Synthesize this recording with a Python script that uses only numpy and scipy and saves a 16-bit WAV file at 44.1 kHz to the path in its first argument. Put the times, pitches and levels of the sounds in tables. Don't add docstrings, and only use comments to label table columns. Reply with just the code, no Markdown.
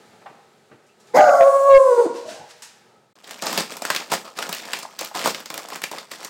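import sys
import numpy as np
from scipy import signal
from scipy.fft import rfft, irfft, next_fast_len
from scipy.io import wavfile
from scipy.ndimage import map_coordinates

SR = 44100
rng = np.random.default_rng(int(sys.argv[2]) if len(sys.argv) > 2 else 0)


def waveform_to_disk(signal):
    frames = np.transpose(np.atleast_2d(signal))
    scaled = np.clip(frames, -1, 1) * 32767
    samples = np.round(scaled).astype(np.int16)
    wavfile.write(sys.argv[1], SR, samples)


N = 277558
TIME = np.arange(N) / SR

# time in seconds, relative level of
# the fundamental in dB.
FUNDAMENTAL_LEVEL = [(1.15, -14), (1.214, -9), (1.26, -17), (1.294, -10), (1.32, -23.5), (1.352, -12),
                     (1.378, -28), (1.408, -8), (1.532, -16), (1.562, -9.5), (1.596, -12), (1.628, -16),
                     (1.71, -5), (1.77, -5.5), (1.834, -23.5), (1.922, -9.5), (1.942, -14.5), (1.972, -11.5),
                     (2.038, -24.5), (2.05, -25)]
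# time in seconds, roughness from 0 to 1.
ROUGHNESS = [(1.14, .7), (1.2, .4), (1.36, .38), (1.45, .16), (1.52, .1), (1.78, .1), (1.94, .3),
             (2.07, .6)]
# frequency in Hz, level against the fundamental in dB.
OVERTONES = [(1400, -22.5), (1700, -31.5), (2200, -42.5), (3500, -53.5), (4500, -60)]
# frequency in Hz, relative gain in dB.
EDGE_OPEN = [(2500, -20.5), (3400, -16), (4100, -4), (5000, 6.5), (5800, -5.5), (6700, 2.5), (7600, -7.5),
             (9500, -14), (13000, -9.5), (16000, -23.5)]
EDGE_ROUNDED = [(2200, -1), (3200, -3.5), (4400, 0), (5500, -6.5), (7300, -2.5), (8100, -1.5), (9000, -2),
                (10800, -12.5), (13500, -12), (16000, -18.5)]
# time in seconds, level in dB.
GRATE_LEVEL = [(1.132, -44), (1.15, -17.5), (1.185, -10), (1.23, -32.5), (1.35, -34), (1.5, -48)]
# frequency in Hz, relative gain in dB.
GRATE_SPECTRUM = [(110, -25.5), (220, -2.5), (420, -6.5), (800, 9), (1250, -20.5), (2050, -6), (2700, -31),
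                  (4000, -28), (6000, -41)]
# time in seconds, pitch in Hz, level in dB.
GROAN = [(2.03, 425, -30), (2.06, 368, -21), (2.095, 279, -40.5), (2.14, 216, -45.5)]
# time in seconds, whistle pitch in Hz, relative whistle and rush levels in dB.
IN_BREATH = [(2.16, 562, -66, -42.5), (2.25, 608, -29.5, -54), (2.3, 652.5, -37.5, -39),
             (2.38, 796, -38.5, -48), (2.46, 842, -44, -67), (2.51, 823, -72.5, -44),
             (2.55, 845, -58, -62.5)]
# frequency in Hz, relative gain in dB.
BREATH_SPECTRUM = [(650, -42.5), (1100, -7), (1680, -4), (2250, -9), (2670, -5), (3120, -7.5), (5160, -5.5),
                   (8080, -11), (16000, -33)]
# start in seconds, relative level in dB, resonance and width in Hz,
# time to die by 60 dB in seconds.
BOARD_KNOCKS = [(.13, -45, 850, 400, .1), (.215, -44, 650, 500, .1), (.258, -29.5, 860, 280, .1),
                (.295, -39, 380, 350, .12), (.695, -47, 450, 500, .06), (.712, -38, 240, 300, .16),
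                (.885, -55, 2700, 100, .14), (2.25, -45, 200, 200, .25), (2.31, -40, 270, 200, .15),
                (2.39, -42, 130, 130, .2)]
# start in seconds, relative level in dB.
CLAW_TICKS = [(.865, -53), (1.0, -48.5), (1.07, -48), (2.6215, -28.5)]
# frequency in Hz, relative gain in dB.
CLAW_SPECTRUM = [(410, -38), (700, -21.5), (910, 0.5), (1090, -5), (1800, -4), (2000, -5), (2130, -5.5),
                 (7290, 0), (16000, -21.5)]
# start in seconds, relative levels of crack, push and fizz in dB.
CREASE_SNAPS = [(3.242, -30.5, -60, -56), (3.309, -16.5, -50, -40.5), (3.422, -13.5, -26.5, -31.5),
                (3.458, -19, -32, -30.5), (3.467, -10.5, -26, -36.5), (3.528, -7.5, -26.5, -34),
                (3.576, -6.5, -21.5, -22.5), (3.768, -16.5, -41, -39.5), (3.82, -13.5, -29.5, -39),
                (3.851, -9.5, -29, -32), (3.902, -3, -23.5, -25), (3.948, -11, -30.5, -31),
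                (3.962, -8, -32.5, -29), (4.118, -6.5, -20.5, -32), (4.137, -8.5, -31, -29.5),
                (4.387, -11, -27, -34.5), (4.425, -11, -50, -33.5), (4.492, -15, -28.5, -30.5),
                (4.527, -11.5, -33, -25.5), (4.548, -16, -46, -31), (4.733, -8, -33.5, -31.5),
                (4.788, -16.5, -45, -39), (4.829, -20.5, -36.5, -48), (4.99, -13.5, -38, -32),
                (5.01, -17, -36, -28.5), (5.047, -20, -43, -29.5), (5.192, -15.5, -46, -36.5),
                (5.258, -6, -19.5, -31.5), (5.274, -6.5, -22.5, -29.5), (5.346, -15, -33, -46.5),
                (5.402, -25, -41, -36), (5.458, -20.5, -43, -37), (5.502, -15, -31.5, -35.5),
                (5.541, -18, -36.5, -27.5), (5.577, -14, -42, -29), (5.686, -23, -40.5, -39.5),
                (5.702, -22.5, -39, -43), (5.758, -17, -42, -33.5), (5.818, -19, -42, -32),
                (5.838, -11.5, -40, -28), (5.914, -15, -34.5, -38), (5.983, -19, -37.5, -44),
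                (6.115, -14, -41, -41.5), (6.247, -18, -43, -30.5)]
# start in seconds, relative level in dB, resonance in Hz.
PANEL_BUCKLES = [(3.77, -25, 853), (4.12, -14.5, 867), (4.136, -11, 848), (4.736, -18.5, 860),
                 (4.851, -21, 840), (5.011, -19, 523), (5.03, -23, 590), (5.113, -25.5, 835),
                 (5.146, -20, 850), (5.157, -14, 842), (5.596, -25, 980), (5.685, -29, 785),
                 (5.723, -20, 835), (5.934, -23, 848)]
# start and length in seconds, relative level in dB.
TEARS = [(3.475, 0.095, -34), (3.581, 0.03, -24.5), (3.954, 0.022, -34), (4.115, 0.042, -27),
         (4.729, .044, -42.5), (5.148, 0.026, -34), (5.24, .074, -27.5), (5.834, .013, -31.5)]
# start and length in seconds, crinkle level in dB,
# relative level of the flexing sheet in dB.
PAPER_STROKES = [(3.137, 0.025, -57, -1.5), (3.254, 0.12, -44, -1.5), (3.41, 0.2, -31.5, -1),
                 (3.686, 0.033, -35.5, 0.5), (3.82, 0.2, -37, -2), (4.091, 0.065, -34.5, 0.5),
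                 (4.227, 0.034, -44, 5), (4.354, 0.11, -36, -1.5), (4.492, 0.31, -38.5, -4),
                 (4.977, 0.078, -38, -3.5), (5.136, 0.13, -31.5, -1.5), (5.332, .055, -41, -0.5),
                 (5.506, 0.14, -42.5, 0.5), (5.7, 0.052, -39.5, 1), (5.835, 0.017, -42.5, 1.5),
                 (5.906, 0.079, -41, 2.5), (6.097, .04, -40, -3.5), (6.185, .09, -41, -5)]
# frequency in Hz, relative gain in dB.
PAPER_SPECTRUM = [(350, -24), (700, -6), (1100, -8.5), (1700, -3), (2600, -5), (3800, -6), (5100, -4.5),
                  (6200, -9.5), (7600, -7.5), (10500, -18.5), (14000, -17.5), (16000, -22.5)]
SHEET_SPECTRUM = [(40, -30), (90, -26), (150, -3), (220, 0.5), (380, -0.5), (550, 3), (850, 1.5), (1300, 2),
                  (2000, -26), (3000, -49)]
# time in seconds, rumble level in dB, hiss level in dB.
ROOM_TONE = [(0, -52, -57), (.55, -58, -62.5), (.95, -60.5, -65), (1.1, -53, -58), (2.7, -60.5, -56),
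             (2.95, -55, -64.5), (3.12, -63.5, -69.5)]
# frequency in Hz, relative gain in dB.
RUMBLE_SPECTRUM = [(29, -62), (50, -35), (108, -6), (243, -2.5), (272, -11.5), (405, 0), (676, -8),
                   (837, -3), (1100, -18), (1300, -4.5), (1500, -28.5), (1950, -29.5), (3300, -120)]
HISS_SPECTRUM = [(880, -32), (1500, 4.5), (2080, 1.5), (2640, -1.5), (3840, -1.5), (4160, -1.5),
                 (5830, -6.5), (7240, -5.5), (16000, -22.5)]
# frequency in Hz, time to die by 60 dB in seconds.
BARE_ROOM = [(150, 0.2), (600, 0.85), (2000, 0.79), (6000, .6), (14000, 0.077)]
CARPETED_ROOM = [(150, 0.34), (1000, 0.19), (5000, 0.27), (14000, 0.25)]


def howl():
    pitch = howl_pitch()
    level_db, = curves(FUNDAMENTAL_LEVEL)
    rough, = curves(ROUGHNESS)
    voiced = during(1.144, 3, .0084) * during(0, 2.06, .043)
    flutter = amp(2.5 * wobble(45.05) * during(1.81, 3, .041))
    octave_db = mouth_octave_db(pitch, level_db)
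    note, phase = voice(pitch, octave_db - level_db, rough, jitter=.07, shimmer_db=2.5)
    note = amp(level_db - 1.18) * note * flutter * voiced
    return note + buzzy_edge(phase, rough, voiced) + squeal(pitch, level_db, rough) + groan(rough) + grate()


def howl_pitch():
    start_hz, crest_hz, leap_s = 513, 553, 1.17
    arch = np.maximum(crest_hz - 495 * (TIME - 1.575) ** 2, crest_hz / 2)
    strain = 135 * np.exp(-((TIME - leap_s) / .15) ** 2)
    pitch = start_hz + (arch + strain - start_hz) * during(leap_s, 3, .015)
    return pitch * (1 + .007 * wobble(28))


def voice(pitch, octave_db, rough, jitter, shimmer_db):
    hz = pitch * (1 + jitter * rough * wobble(220))
    phase = 2 * np.pi * np.cumsum(hz) / SR
    tone = np.sin(phase) + amp(octave_db) * np.sin(2 * phase)
    for k in range(3, 9):
        tone += amp(along(OVERTONES, k * pitch)) * np.sin(k * phase + rng.uniform(0, 2 * np.pi))
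    return np.sqrt(2) * tone * amp(shimmer_db * rough * wobble(260)), phase


def mouth_octave_db(pitch, level_db):
    mouth_hz, width_hz = 1100, 190
    rounded = during(1.545, 3, .042)
    off_tune_db = 10 * np.log10(1 + (2 * (2 * pitch - mouth_hz) / width_hz) ** 2)
    return -16 + 3.5 * rounded - off_tune_db + .45 * level_db + 2 * wobble(22)


def buzzy_edge(phase, rough, voiced):
    whistle = unit(sum(np.sin(k * phase + rng.uniform(0, 2 * np.pi)) * amp(3 * wobble(10))
                       for k in range(10, 27)))
    puffs = unit(rng.standard_normal(N) * (1 + .5 * np.sin(phase)))
    air_share = np.clip(.1 + rough, 0, 1)
    source = np.sqrt(1 - air_share) * whistle + np.sqrt(air_share) * puffs
    rounding = np.pi / 2 * during(1.36, 3, .15)
    buzz = np.cos(rounding) * coloured(source, EDGE_OPEN)
    buzz += np.sin(rounding) * coloured(source, EDGE_ROUNDED)
    since_push = TIME - 1.168
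    burst_db = 13.5 * np.exp(-(since_push / .018) ** 2)
    buzz *= amp(-43.5 + burst_db - 3.5 * since_push) * voiced
    return buzz + amp(-3) * room(buzz, BARE_ROOM, delay_s=.006)


def squeal(pitch, level_db, rough):
    octave_db = -23 - level_db - 8 * during(1.36, 3, .06)
    tone, _ = voice(1.22 * pitch, octave_db, rough, jitter=.1, shimmer_db=3)
    presence = during(1.163, 1.44, .011) + amp(-20) * during(1.2, 1.9, .05)
    return amp(level_db - 1.5) * tone * presence


def groan(rough):
    pitch, level_db = curves(GROAN)
    tone, _ = voice(pitch, octave_db=-9, rough=rough, jitter=.16, shimmer_db=5)
    return amp(level_db) * tone * during(2.035, 2.14, .06)


def grate():
    level_db, = curves(GRATE_LEVEL)
    return amp(level_db) * noise(GRATE_SPECTRUM) * during(1.137, 1.5, .01)


def gasp():
    hz, whistle_db, rush_db = curves(IN_BREATH)
    phase = 2 * np.pi * np.cumsum(hz * (1 + .061 * wobble(290))) / SR
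    whistle = amp(whistle_db) * np.sin(phase) * wobble(83) * during(2.25, 2.51, .027)
    rush = amp(rush_db + 2) * noise(BREATH_SPECTRUM) * during(2.147, 2.61, .041)
    return whistle + rush


def paws():
    thumps, ticks = np.zeros((2, N))
    t = np.arange(SR // 3) / SR
    for start, db, hz, width, t60 in BOARD_KNOCKS:
        board = unit(resonate(rng.standard_normal(len(t)), hz, width))
        add(thumps, start, amp(db - 60 * t / t60) * (1 - np.exp(-t / .003)) * board)
    for start, db in CLAW_TICKS:
        add(ticks, start, amp(db - 7 - 60 * t / .25) * rng.standard_normal(len(t)))
    return filtered(thumps, 'band', [75, 3200], order=3) + coloured(ticks, CLAW_SPECTRUM)


def snaps():
    cracks, fizzes, pushes = np.zeros((3, N))
    t = np.arange(SR // 15) / SR
    rise = 1 - np.exp(-t / .00072)
    envelope = rise * (amp(-60 * t / .013) + amp(-16 - 60 * t / .15))
    for start, db, push_db, fizz_db in CREASE_SNAPS:
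        burst, fizz, push, lead = rng.standard_normal((4, len(t)))
        facet_hz = 3000 * np.exp(rng.normal())
        crack = unit(burst + 2 * resonate(burst, facet_hz, facet_hz / 2))
        add(cracks, start - .0032, amp(db - 24.5) * envelope * lead)
        add(cracks, start, amp(db - 6) * envelope * crack)
        add(fizzes, start, amp(fizz_db + 15 - 60 * t / .008) * rise * fizz)
        add(pushes, start, amp(push_db + 5 - 60 * t / .047) * rise * push)
    crisp = coloured(cracks, PAPER_SPECTRUM) + filtered(fizzes, 'high', 8000)
    return crisp + coloured(pushes, SHEET_SPECTRUM)


def buckles():
    crunches = np.zeros(N)
    t = np.arange(SR // 10) / SR
    rise = 1 - np.exp(-t / .00057)
    for start, db, hz in PANEL_BUCKLES:
        ring = resonate(rng.standard_normal(len(t)), hz, width_hz=200)
        panel = unit(resonate(ring, hz, width_hz=hz))
        add(crunches, start, amp(db - 5 - 60 * t / .045) * rise * panel)
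    return crunches


def rips():
    pull = sum(amp(db) * during(start, start + length, .003) for start, length, db in TEARS)
    fibres = pull * crackle(per_s=1800, spread_db=3.5, life_s=.0006)
    return coloured(fibres, PAPER_SPECTRUM) + amp(-3) * coloured(fibres, SHEET_SPECTRUM)


def crinkle():
    attack_s, settle_db_per_s = .024, 212
    crush = bend = amp(-52.5 + 2.8 * wobble(14))
    for start, length, db, flex_db in PAPER_STROKES:
        attack = np.clip((TIME - start) / attack_s, 0, 1)
        force = attack * amp(db - settle_db_per_s * np.clip(TIME - start - length, 0, 1))
        crush = np.maximum(crush, force)
        bend = np.maximum(bend, amp(flex_db) * force)
    facets, panels = np.zeros((2, N))
    for hz in np.geomspace(900, 9000, num=8):
        facet = resonate(crackle(per_s=130, spread_db=4, life_s=.001), hz, hz / 3.5)
        facets += unit(facet) * amp(3 * wobble(16))
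    fine = crackle(per_s=500, spread_db=4.5, life_s=.001) + .17 * facets
    for hz in np.geomspace(170, 1200, num=5):
        panel = resonate(crackle(per_s=200, spread_db=3, life_s=.002), hz, hz / 1.5)
        panels += unit(panel) * np.sqrt(hz) * amp(2.5 * wobble(18))
    flex = amp(-1.5) * bend * unit(coloured(panels, SHEET_SPECTRUM))
    return crush * unit(coloured(fine, PAPER_SPECTRUM)) + flex


def crackle(per_s, spread_db, life_s):
    sizes = amp(spread_db * np.minimum(rng.exponential(size=N), 3))
    sizes *= rng.random(N) < per_s / SR
    energy = signal.lfilter([1], [1, -np.exp(-2 / (life_s * SR))], sizes ** 2)
    return unit(np.sqrt(energy) * rng.standard_normal(N))


def room(x, decay, delay_s):
    hz, t, spectrum = signal.stft(rng.standard_normal(SR), SR, nperseg=256)
    _, tail = signal.istft(spectrum * amp(-60 * t / along(decay, hz)[:, None]), SR, nperseg=256)
    response = np.pad(tail / np.linalg.norm(tail), (round(delay_s * SR), 0))
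    return signal.fftconvolve(x, response)[:N]


def room_tone():
    rumble_db, hiss_db = curves(ROOM_TONE)
    return amp(rumble_db) * noise(RUMBLE_SPECTRUM) + amp(hiss_db) * noise(HISS_SPECTRUM)


def amp(db):
    return 10 ** (np.asarray(db) / 20)


def unit(x):
    return x / np.sqrt(np.mean(x ** 2) + 1e-20)


def along(points, hz):
    freqs, values = np.transpose(points)
    return np.interp(np.log(hz + 1), np.log(freqs + 1), values)


def curves(rows):
    times, *columns = np.transpose(rows)
    return [np.interp(TIME, times, column) for column in columns]


def during(start, end, fade):
    return np.clip(np.minimum(TIME - start, end - TIME) / fade + .5, 0, 1)


def wobble(rate):
    return map_coordinates(rng.standard_normal(int(N * rate / SR) + 4), [TIME * rate])


def coloured(x, spectrum):
    size = 8192
    gain = unit(amp(along(spectrum, np.fft.rfftfreq(size, 1 / SR))))
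    cepstrum = irfft(np.log(np.maximum(gain, 1e-6)))
    cepstrum[1:size // 2] *= 2
    cepstrum[size // 2 + 1:] = 0
    return signal.fftconvolve(x, irfft(np.exp(rfft(cepstrum))))[:len(x)]


def noise(spectrum):
    return unit(coloured(rng.standard_normal(N), spectrum))


def resonate(x, hz, width_hz):
    hz = min(hz, SR / 2.5)
    return signal.lfilter(*signal.iirpeak(hz, hz / min(width_hz, SR / 4), SR), x)


def filtered(x, kind, hz, order=2):
    return signal.sosfilt(signal.butter(order, hz, kind, fs=SR, output='sos'), x)


def add(track, start, sound):
    part = track[max(round(start * SR), 0):][:len(sound)]
    part += sound[:len(part)]


def scene():
    call = howl()
    small_sounds = gasp() + paws()
    living = call + amp(-12.5) * room(call, BARE_ROOM, delay_s=.04)
    living += amp(-2) * small_sounds + amp(-10) * room(small_sounds, BARE_ROOM, delay_s=.0044)
    living += room_tone()
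    paper = snaps() + buckles() + rips() + crinkle()
    rumble = amp(-63) * noise(RUMBLE_SPECTRUM)
    carpeted = paper + amp(-8.5) * room(paper, CARPETED_ROOM, delay_s=.004) + rumble
    return (living * during(-1, 3.13, .005) + carpeted * during(3.155, 7, .0028))[None]


def record(dry):
    ceiling, hardness, top_hz = .715, 14, 16000
    thin = filtered(dry, 'high', 75)
    clipped = thin / (1 + np.abs(thin / ceiling) ** hardness) ** (1 / hardness)
    size = next_fast_len(N + SR // 4)
    in_band = np.fft.rfftfreq(size, 1 / SR) < top_hz
    return irfft(rfft(clipped, size) * in_band, size)[:, :N]


dry = scene()
out = record(dry)
waveform_to_disk(out)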